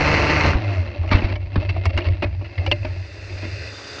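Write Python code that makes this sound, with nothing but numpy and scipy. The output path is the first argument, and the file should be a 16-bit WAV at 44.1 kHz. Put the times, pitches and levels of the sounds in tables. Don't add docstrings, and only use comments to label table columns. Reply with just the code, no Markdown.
import sys
import numpy as np
from scipy import signal
from scipy.fft import rfft, irfft, next_fast_len
from scipy.io import wavfile
from scipy.ndimage import uniform_filter1d, map_coordinates

SR = 44100
rng = np.random.default_rng(int(sys.argv[2]) if len(sys.argv) > 2 else 0)


def generate_wav(sig):
    pcm = np.round(np.clip(np.atleast_2d(sig).T, -1, 1) * 32767).astype(np.int16)
    wavfile.write(sys.argv[1], SR, pcm)


N = 176400
T = np.arange(N) / SR
MODE_SCATTER_DB = 3


def from_db(db):
    return 10 ** (np.asarray(db) / 20)


def rms_one(x):
    return x / np.sqrt(np.mean(x ** 2) + 1e-20)


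def in_time(rows):
    return np.interp(T, *np.transpose(rows))


def drift(per_s):
    slow = map_coordinates(rng.standard_normal(1000), [T[::40] * per_s + 2], order=3, mode="wrap")
    return np.interp(T, T[::40], rms_one(slow))


def add(out, start_s, sound):
    i = int(start_s * SR)
    out[i:i + len(sound)] += sound[:N - i]


def colour(x, spectrum):
    size = 2 * next_fast_len(len(x) // 2 + SR // 10, True)
    hz, db = np.transpose(spectrum)
    bin_hz = np.arange(size // 2 + 1) * SR / size
    log_gain = np.log(from_db(np.interp(np.log(bin_hz + 1), np.log(hz), db)))
    causal_cepstrum = irfft(log_gain)[:size // 2]
    response = np.exp(2 * rfft(causal_cepstrum, size))
    return rms_one(irfft(rfft(x, size) * response)[:len(x)])


def ring(force, hz, t60_s):
    radius, angle = from_db(-60 / (t60_s * SR)), 2 * np.pi * hz / SR
    return rms_one(signal.lfilter([1, -1], [1, -2 * radius * np.cos(angle), radius ** 2], force + 1e-18))


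def damp(x, top_hz=4370):
    return signal.sosfilt(signal.butter(8, top_hz, fs=SR, output="sos"), x)


def smear(x, decay_s):
    echoes = rfft(rng.standard_normal(N) * np.exp(-T / decay_s))
    return irfft(rfft(x) * echoes / (np.abs(echoes) + 1e-12), N)


def tones(pulse_hz, orders, waver_db):
    phase = 2 * np.pi * np.cumsum(pulse_hz) / SR
    return sum(np.sqrt(2) * from_db(db + waver_db * drift(35)) * np.sin(multiple * phase)
               for multiple, db in orders)


def firings(pulse_hz, blast_db=0, scatter_db=1.5, jitter_s=0.00003, blast_decay_s=0.0049):
    cylinders = [-0.5, -5, -3.5, -6]
    count = np.floor(np.cumsum(pulse_hz) / SR).astype(int)
    due = np.flatnonzero(np.diff(count))
    timing, strength = rng.standard_normal((4000, 2))[:len(due)].T
    fired = np.clip(due + jitter_s * SR * timing, 0, N - 1).astype(int)
    pulses = np.zeros(N)
    pulses[fired] = from_db(np.take(cylinders, count[due], mode="wrap") + scatter_db * strength)
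    blast_envelope = signal.lfilter([1], [1, -np.exp(-1 / (blast_decay_s * SR))], pulses)
    blast = rms_one(blast_envelope * rng.standard_normal(N))
    mean_flow = uniform_filter1d(pulses, SR // 10)
    return rms_one(pulses - mean_flow) + from_db(blast_db) * blast


def panels(force, pitch_scatter=0.049, split_hz=800):
    # pitch_hz, level_db, t60_s
    modes = [(294, -3.5, 0.21), (333, 4.5, 0.13), (420, -21.5, 0.042), (595.5, 6, 0.096), (697, -3.5, 0.05),
             (904, -2, 0.03), (1046, -6, 0.028), (1340, -4.5, 0.02), (1720, -7, 0.026), (2020, -1.5, 0.018),
             (2180, 2.5, 0.057), (2690, 4.5, 0.03), (4350, -12.5, 0.02), (5020, -5, 0.014)]
    # frequency_hz, level_db
    push = [(30, -17.5), (120, -10.5), (220, -16), (400, -7), (620, -10.5), (900, -11.5), (1600, -21),
            (5000, -85.5)]
    # frequency_hz, level_db
    crack = [(200, -29), (600, -9.5), (900, -1.5), (1500, -4), (2200, 0), (2900, -0.5), (3400, -3.5),
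             (4600, -6.5), (5800, -21.5), (7500, -51.5), (10000, -68)]
    low, high = 0, 0
    for hz, db, t60_s in modes:
        strength, shift = rng.standard_normal(2)
        mode = from_db(db + MODE_SCATTER_DB * strength) * ring(force, hz * np.exp(pitch_scatter * shift), t60_s)
        if hz < split_hz:
            low += mode
        else:
            high += mode
    thud = rms_one(damp(low)) + from_db(-7) * colour(force, push)
    clang = rms_one(damp(high)) + from_db(1) * colour(force, crack)
    return rms_one(thud), rms_one(clang)


def other_cars(near_hz=139.8, smear_s=0.014, whine_t60_s=0.016):
    # start_hz, end_hz
    cars = [(127.4, 99), (211.5, 194), (77.8, 75)]
    # time_s, level_db
    pack_level = [(0, -94), (2.3, -55), (2.6, -43.5), (3, -43.5), (3.3, -39), (3.6, -32.5), (3.68, -33.5),
                  (3.76, -42.5), (4, -39)]
    # frequency_hz, level_db
    pack_spectrum = [(30, -19.5), (90, 31), (200, -3.5), (300, 8), (420, 6.5), (570, 11), (700, -6),
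                     (1100, -25.5), (1500, 2.5), (1950, 10.5), (2300, 3), (2600, 13.5), (2800, 7),
                     (3050, -10), (3420, -31.5), (3600, -18.5), (3850, -10.5), (4300, 6), (4550, -5),
                     (4780, 7), (5050, -2), (6000, -10), (7200, -28), (9000, -34.5), (12000, -80.5)]
    # time_s, level_db
    near_level = [(2.4, -67), (3.2, -47.5), (3.65, -42), (3.8, -39.5), (4, -37)]
    # frequency_hz, level_db
    near_spectrum = [(60, -20), (400, 8), (1000, -3.5), (1500, 3), (2200, -2.5), (2800, -4.5), (3150, -9.5),
                     (4100, -2), (6300, -8.5), (8000, -20.5), (11000, -57.5)]
    # pitch_hz, level_db
    whine_bands = [(3610, -11.5), (4810, -8)]
    pack = sum(firings(np.linspace(start_hz, end_hz, N)) for start_hz, end_hz in cars)
    near = colour(smear(firings(np.full(N, near_hz)), smear_s), near_spectrum)
    whine = sum(from_db(db) * ring(ring(rng.standard_normal(N), hz, whine_t60_s), hz, whine_t60_s)
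                for hz, db in whine_bands)
    rasp = colour(smear(pack, smear_s), pack_spectrum)
    return from_db(in_time(pack_level)) * rasp + from_db(in_time(near_level)) * (near + whine)


def cab_boom(rise_s=0.02012, rest_hz=97.2, sag_hz=71.5, wander_hz=2.9, waver_db=2.5):
    # time_s, level_db
    steady_level = [(0, -30), (.4, -28), (.55, -55.5), (.85, -28), (.95, -33.5), (1.5, -28.5), (2.4, -32.5),
                    (2.55, -48), (2.75, -26), (2.95, -26), (3.1, -40), (3.3, -33.5), (3.55, -34),
                    (3.75, -51.5), (4, -52.5)]
    # start_s, level_db, decay_s
    jolts = [(0.427, -19, 0.1), (0.463, -21, 0.0096), (0.979, -19.5, 0.024), (1.029, -21, 0.016),
             (1.102, -16.5, 0.019), (1.141, -19, 0.042), (1.233, -22.5, 0.0081), (1.305, -23.5, 0.013),
             (1.368, -26.5, 0.094), (1.556, -21, 0.052), (1.655, -24.5, 0.15), (1.742, -18, 0.029),
             (1.847, -16.5, 0.02), (1.933, -20, 0.038), (2.058, -15.5, 0.048), (2.238, -19.5, 0.11),
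             (2.573, -22, 0.081), (2.666, -21, 0.043), (2.978, -27, 0.031), (3.319, -34, 0.031),
             (3.426, -24.5, 0.013)]
    # frequency_hz, level_db
    rumble_spectrum = [(12, -13.5), (25, -21), (45, -8.5), (65, 0.5), (85, -4), (115, -10), (170, -24),
                       (400, -43.5), (2000, -98.5)]
    power = from_db(in_time(steady_level)) ** 2
    for start_s, db, decay_s in jolts:
        rise = np.clip((T - start_s) / rise_s, 0, 1)
        fall = np.exp(-np.maximum(T - start_s - 2 * rise_s, 0) / decay_s)
        power += (from_db(db) * rise * fall) ** 2
    amplitude = np.sqrt(power)
    hz = rest_hz - sag_hz * amplitude + wander_hz * drift(24.97)
    note = rms_one(np.sin(2 * np.pi * np.cumsum(hz) / SR) * from_db(waver_db * drift(35.02)))
    rumble = from_db(-6.5) * colour(rng.standard_normal(N), rumble_spectrum)
    return amplitude * (note + rumble)


def rattle(hits_per_s=1400, spread_db=5, hops_per_s=90, lurch_db=1.5, panel_count=7):
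    # time_s, level_db
    level = [(0, -25.5), (.55, -28.5), (.8, -38.5), (.95, -39), (1.1, -39), (1.16, -35.5), (1.34, -31.5),
             (1.375, -50.5), (1.53, -42.5), (1.59, -37), (1.9, -35.5), (2.07, -34.5), (2.2, -45),
             (2.36, -47), (2.66, -42.5), (2.8, -49.5), (2.88, -37), (3.05, -48), (3.45, -43.5), (4, -59)]
    sizes = from_db(spread_db * np.minimum(rng.exponential(1, N), 4)) * rng.choice([-1, 1], N)
    hits = sizes * (rng.random(N) < hits_per_s / SR)
    struck = np.argmax([drift(hops_per_s) for _ in range(panel_count)], axis=0)
    thud, clang = np.sum([panels(hits * (struck == k)) for k in range(panel_count)], axis=0)
    return from_db(in_time(level) + lurch_db * drift(35.064)) * rms_one(thud + from_db(-2.5) * clang)


def thumps(decay_cycles=0.37):
    # peak_s, peak_db, pitch_hz
    swings = [(0.558, -5.5, 62.3), (1.152, -1.5, 61), (1.247, -10.5, 45.5), (1.588, -13, 50)]
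    return sum(from_db(db) * np.cos(2 * np.pi * hz * (T - peak_s))
               * np.exp(-np.abs(T - peak_s) * hz / decay_cycles) for peak_s, db, hz in swings)


def clanks(contact_s=0.0029, bounce_s=0.0038, loss_db=6.5, pitch_scatter=0.023):
    # start_s, ring_db, pitch_hz, snap_db
    strikes = [(1.089, -31.5, 2880, -34), (1.128, -24, 1290, -21), (1.690, -23, 2700, -34),
               (1.855, -26, 2450, -16.5), (1.976, -20, 2820, -18), (2.001, -30, 2070, -48),
               (2.017, -26, 2780, -49.5), (2.222, -22, 2730, -31.5), (2.581, -28, 2060, -50.5),
               (2.663, -22, 2930, -20.5), (2.714, -7.5, 2776, -20), (2.83, -32.5, 2660, -45)]
    # pitch_ratio, level_db, t60_s
    modes = [(.72, -9.5, 0.018), (.93, -11, 0.016), (1, 19.5, 0.026), (1.5, 0.5, 0.02), (1.67, -3.5, 0.018)]
    # frequency_hz, level_db
    snap_spectrum = [(300, -11.5), (900, 15), (3000, -5), (4800, -4), (6000, -11), (14000, -50)]
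    out, t = np.zeros(N), T[:SR // 4]
    for start_s, ring_db, hz, snap_db in strikes:
        for bounce in range(3):
            force = rng.standard_normal(len(t)) * np.exp(-t / contact_s)
            ringing = 0
            for ratio, db, t60_s in modes:
                gain = from_db(db + MODE_SCATTER_DB * rng.standard_normal())
                mode_hz = hz * ratio * np.exp(pitch_scatter * rng.standard_normal())
                ringing += gain * ring(force, mode_hz, t60_s)
            ringing, snap = damp(ringing), colour(force, snap_spectrum)
            touch = from_db(ring_db) * ringing / np.abs(ringing).max()
            touch += from_db(snap_db) * snap / np.abs(snap).max()
            add(out, start_s, from_db(-loss_db * bounce) * touch)
            start_s += bounce_s * (0.5 + rng.random())
    return out


def creases(low_hz=485, high_hz=1870, pitch_count=18, pops_per_s=2500, t60_cycles=11):
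    out = np.zeros(N)
    for hz in np.geomspace(low_hz, high_hz, pitch_count):
        pops = rng.standard_normal(N) * (rng.random(N) < pops_per_s / pitch_count / SR)
        out += ring(pops, hz, t60_cycles / hz)
    return rms_one(out)


def crunches():
    # start_s, low_db, crease_db, decay_s
    blows = [(0.444, -22, -23, .06), (0.532, -26, -31, 0.052), (1.117, -17.5, -21, 0.054),
             (1.222, -32, -43.5, 0.076), (1.558, -16, -28.5, 0.02), (1.974, -25.5, -17.5, 0.01),
             (2.223, -24.5, -26.5, 0.023), (2.849, -49, -32.5, 0.016), (3.426, -35, -47, 0.039)]
    # frequency_hz, level_db
    spectrum = [(20, -10.5), (55, -6), (100, 5.5), (170, 3), (280, 8), (420, -4), (700, -20), (2000, -41.5),
                (6000, -82)]
    low, creasing = colour(rng.standard_normal(N), spectrum), creases()
    out = np.zeros(N)
    for start_s, low_db, crease_db, decay_s in blows:
        envelope = (T > start_s) * np.exp(-np.abs(T - start_s) / decay_s)
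        out += (from_db(low_db) * low + from_db(crease_db) * creasing) * envelope
    return damp(out)


def knocks(landing_s=0.00067, release_s=0.0022, rattle_s=0.03):
    # start_s, contact_s, clang_db, thud_db
    blows = [(1.036, 0.016, -45, -32.5), (1.106, 0.031, -39, -53), (1.113, 0.021, -20, -30),
             (1.142, 0.0217, -26, -36), (1.181, 0.01, -30, -33.5), (1.214, 0.036, -37, -33),
             (1.244, 0.0093, -30.5, -40), (1.283, 0.024, -37.5, -46), (1.323, 0.0026, -31, -53),
             (1.355, 0.0091, -31.5, -31), (1.54, 0.0042, -39.5, -40), (1.557, 0.0057, -29, -42),
             (1.65, 0.0056, -47, -41), (1.691, 0.017, -29.5, -34.5), (1.763, 0.0058, -36, -26),
             (1.854, .012, -26, -25.5), (1.932, 0.0061, -38, -34), (1.975, 0.011, -27, -26.5),
             (2.05, 0.022, -32, -31.5), (2.225, 0.022, -26, -22.5), (2.411, 0.014, -48.5, -35.5),
             (2.447, 0.013, -40.5, -51.5), (2.578, 0.0094, -32, -34.5), (2.607, 0.04, -43, -36),
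             (2.663, 0.017, -29.5, -26.5), (2.713, 0.015, -24, -21.5), (2.848, 0.0082, -29.5, -26),
             (3.422, 0.033, -38.5, -35)]
    out, t = np.zeros(N), T[:SR // 4]
    landing = 0.11 * np.exp(-t / landing_s)
    for start_s, contact_s, clang_db, thud_db in blows:
        after = np.maximum(t - contact_s, 0)
        press = landing + np.exp(-after / release_s) + from_db(-20) * np.exp(-after / rattle_s)
        thud, clang = panels(press * rng.standard_normal(len(t)))
        force_rms = np.sqrt(np.mean(press ** 2))
        add(out, start_s, force_rms * (from_db(thud_db) * thud + from_db(clang_db) * clang))
    return out


def engine(smear_s=0.0043):
    # time_s, pulse_rate_hz
    speed = [(0, 149.4), (.07, 150.2), (.25, 147.9), (.36, 150.7), (.45, 151.5), (.54, 146.6), (.58, 106.3),
             (.63, 105.5), (.75, 96.24), (.88, 75.6), (1.1, 62.26)]
    # frequency_hz, level_db
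    exhaust_spectrum = [(20, -10), (60, 9.5), (150, -1), (200, 0.5), (300, -1.5), (450, 2), (680, -3),
                        (1200, -1.5), (1450, -4), (1800, -3), (2130, 1.5), (2330, -5), (2650, 0.5),
                        (3150, -17), (3900, -20.5), (4080, -10), (4900, -17.5), (5900, -21), (7200, -36.5),
                        (9000, -54), (12000, -86.5)]
    # time_s, level_db
    roar_level = [(0, -20), (.42, -21), (.46, -22), (.51, -24), (.55, -32.5), (.59, -38.5), (.74, -31.5),
                  (.86, -41.5), (1, -50.5), (1.15, -29.5), (1.4, -56)]
    # pulse_rate_multiple, level_db
    roar_orders = [(.5, -9.5), (1, -9.5), (2, -14.5), (3, -16.5), (6, -16)]
    # time_s, level_db
    drone_level = [(.54, -71), (.57, -29), (.66, -15.5), (.81, -18), (.87, -24.5), (.95, -28), (1.05, -97)]
    # pulse_rate_multiple, level_db
    drone_orders = [(1, -6), (3, -25), (7, -23)]
    pulse_hz = in_time(speed)
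    throttle = ((pulse_hz - pulse_hz.min()) / np.ptp(pulse_hz)) ** 2
    pulses = firings(pulse_hz, blast_db=2)
    chuff = 1 + np.cos(2 * np.pi * np.cumsum(pulse_hz) / SR)
    coasting_hiss = from_db(4.5) * rms_one(chuff * rng.standard_normal(N))
    exhaust = throttle * pulses + np.sqrt(1 - throttle ** 2) * coasting_hiss
    rasp = from_db(-0.5) * colour(smear(exhaust, smear_s), exhaust_spectrum)
    roar = rasp + throttle * tones(pulse_hz, roar_orders, waver_db=1.5)
    drone = tones(pulse_hz, drone_orders, waver_db=3.5)
    return roar * from_db(in_time(roar_level)) + drone * from_db(in_time(drone_level))


def scene():
    mix = engine() + knocks() + clanks() + crunches() + rattle() + cab_boom() + thumps() + other_cars()
    return mix[None]


def record(dry):
    return signal.sosfilt(signal.cheby2(12, 70, 13000, fs=SR, output="sos"), dry)


dry = scene()
out = record(dry)
generate_wav(out)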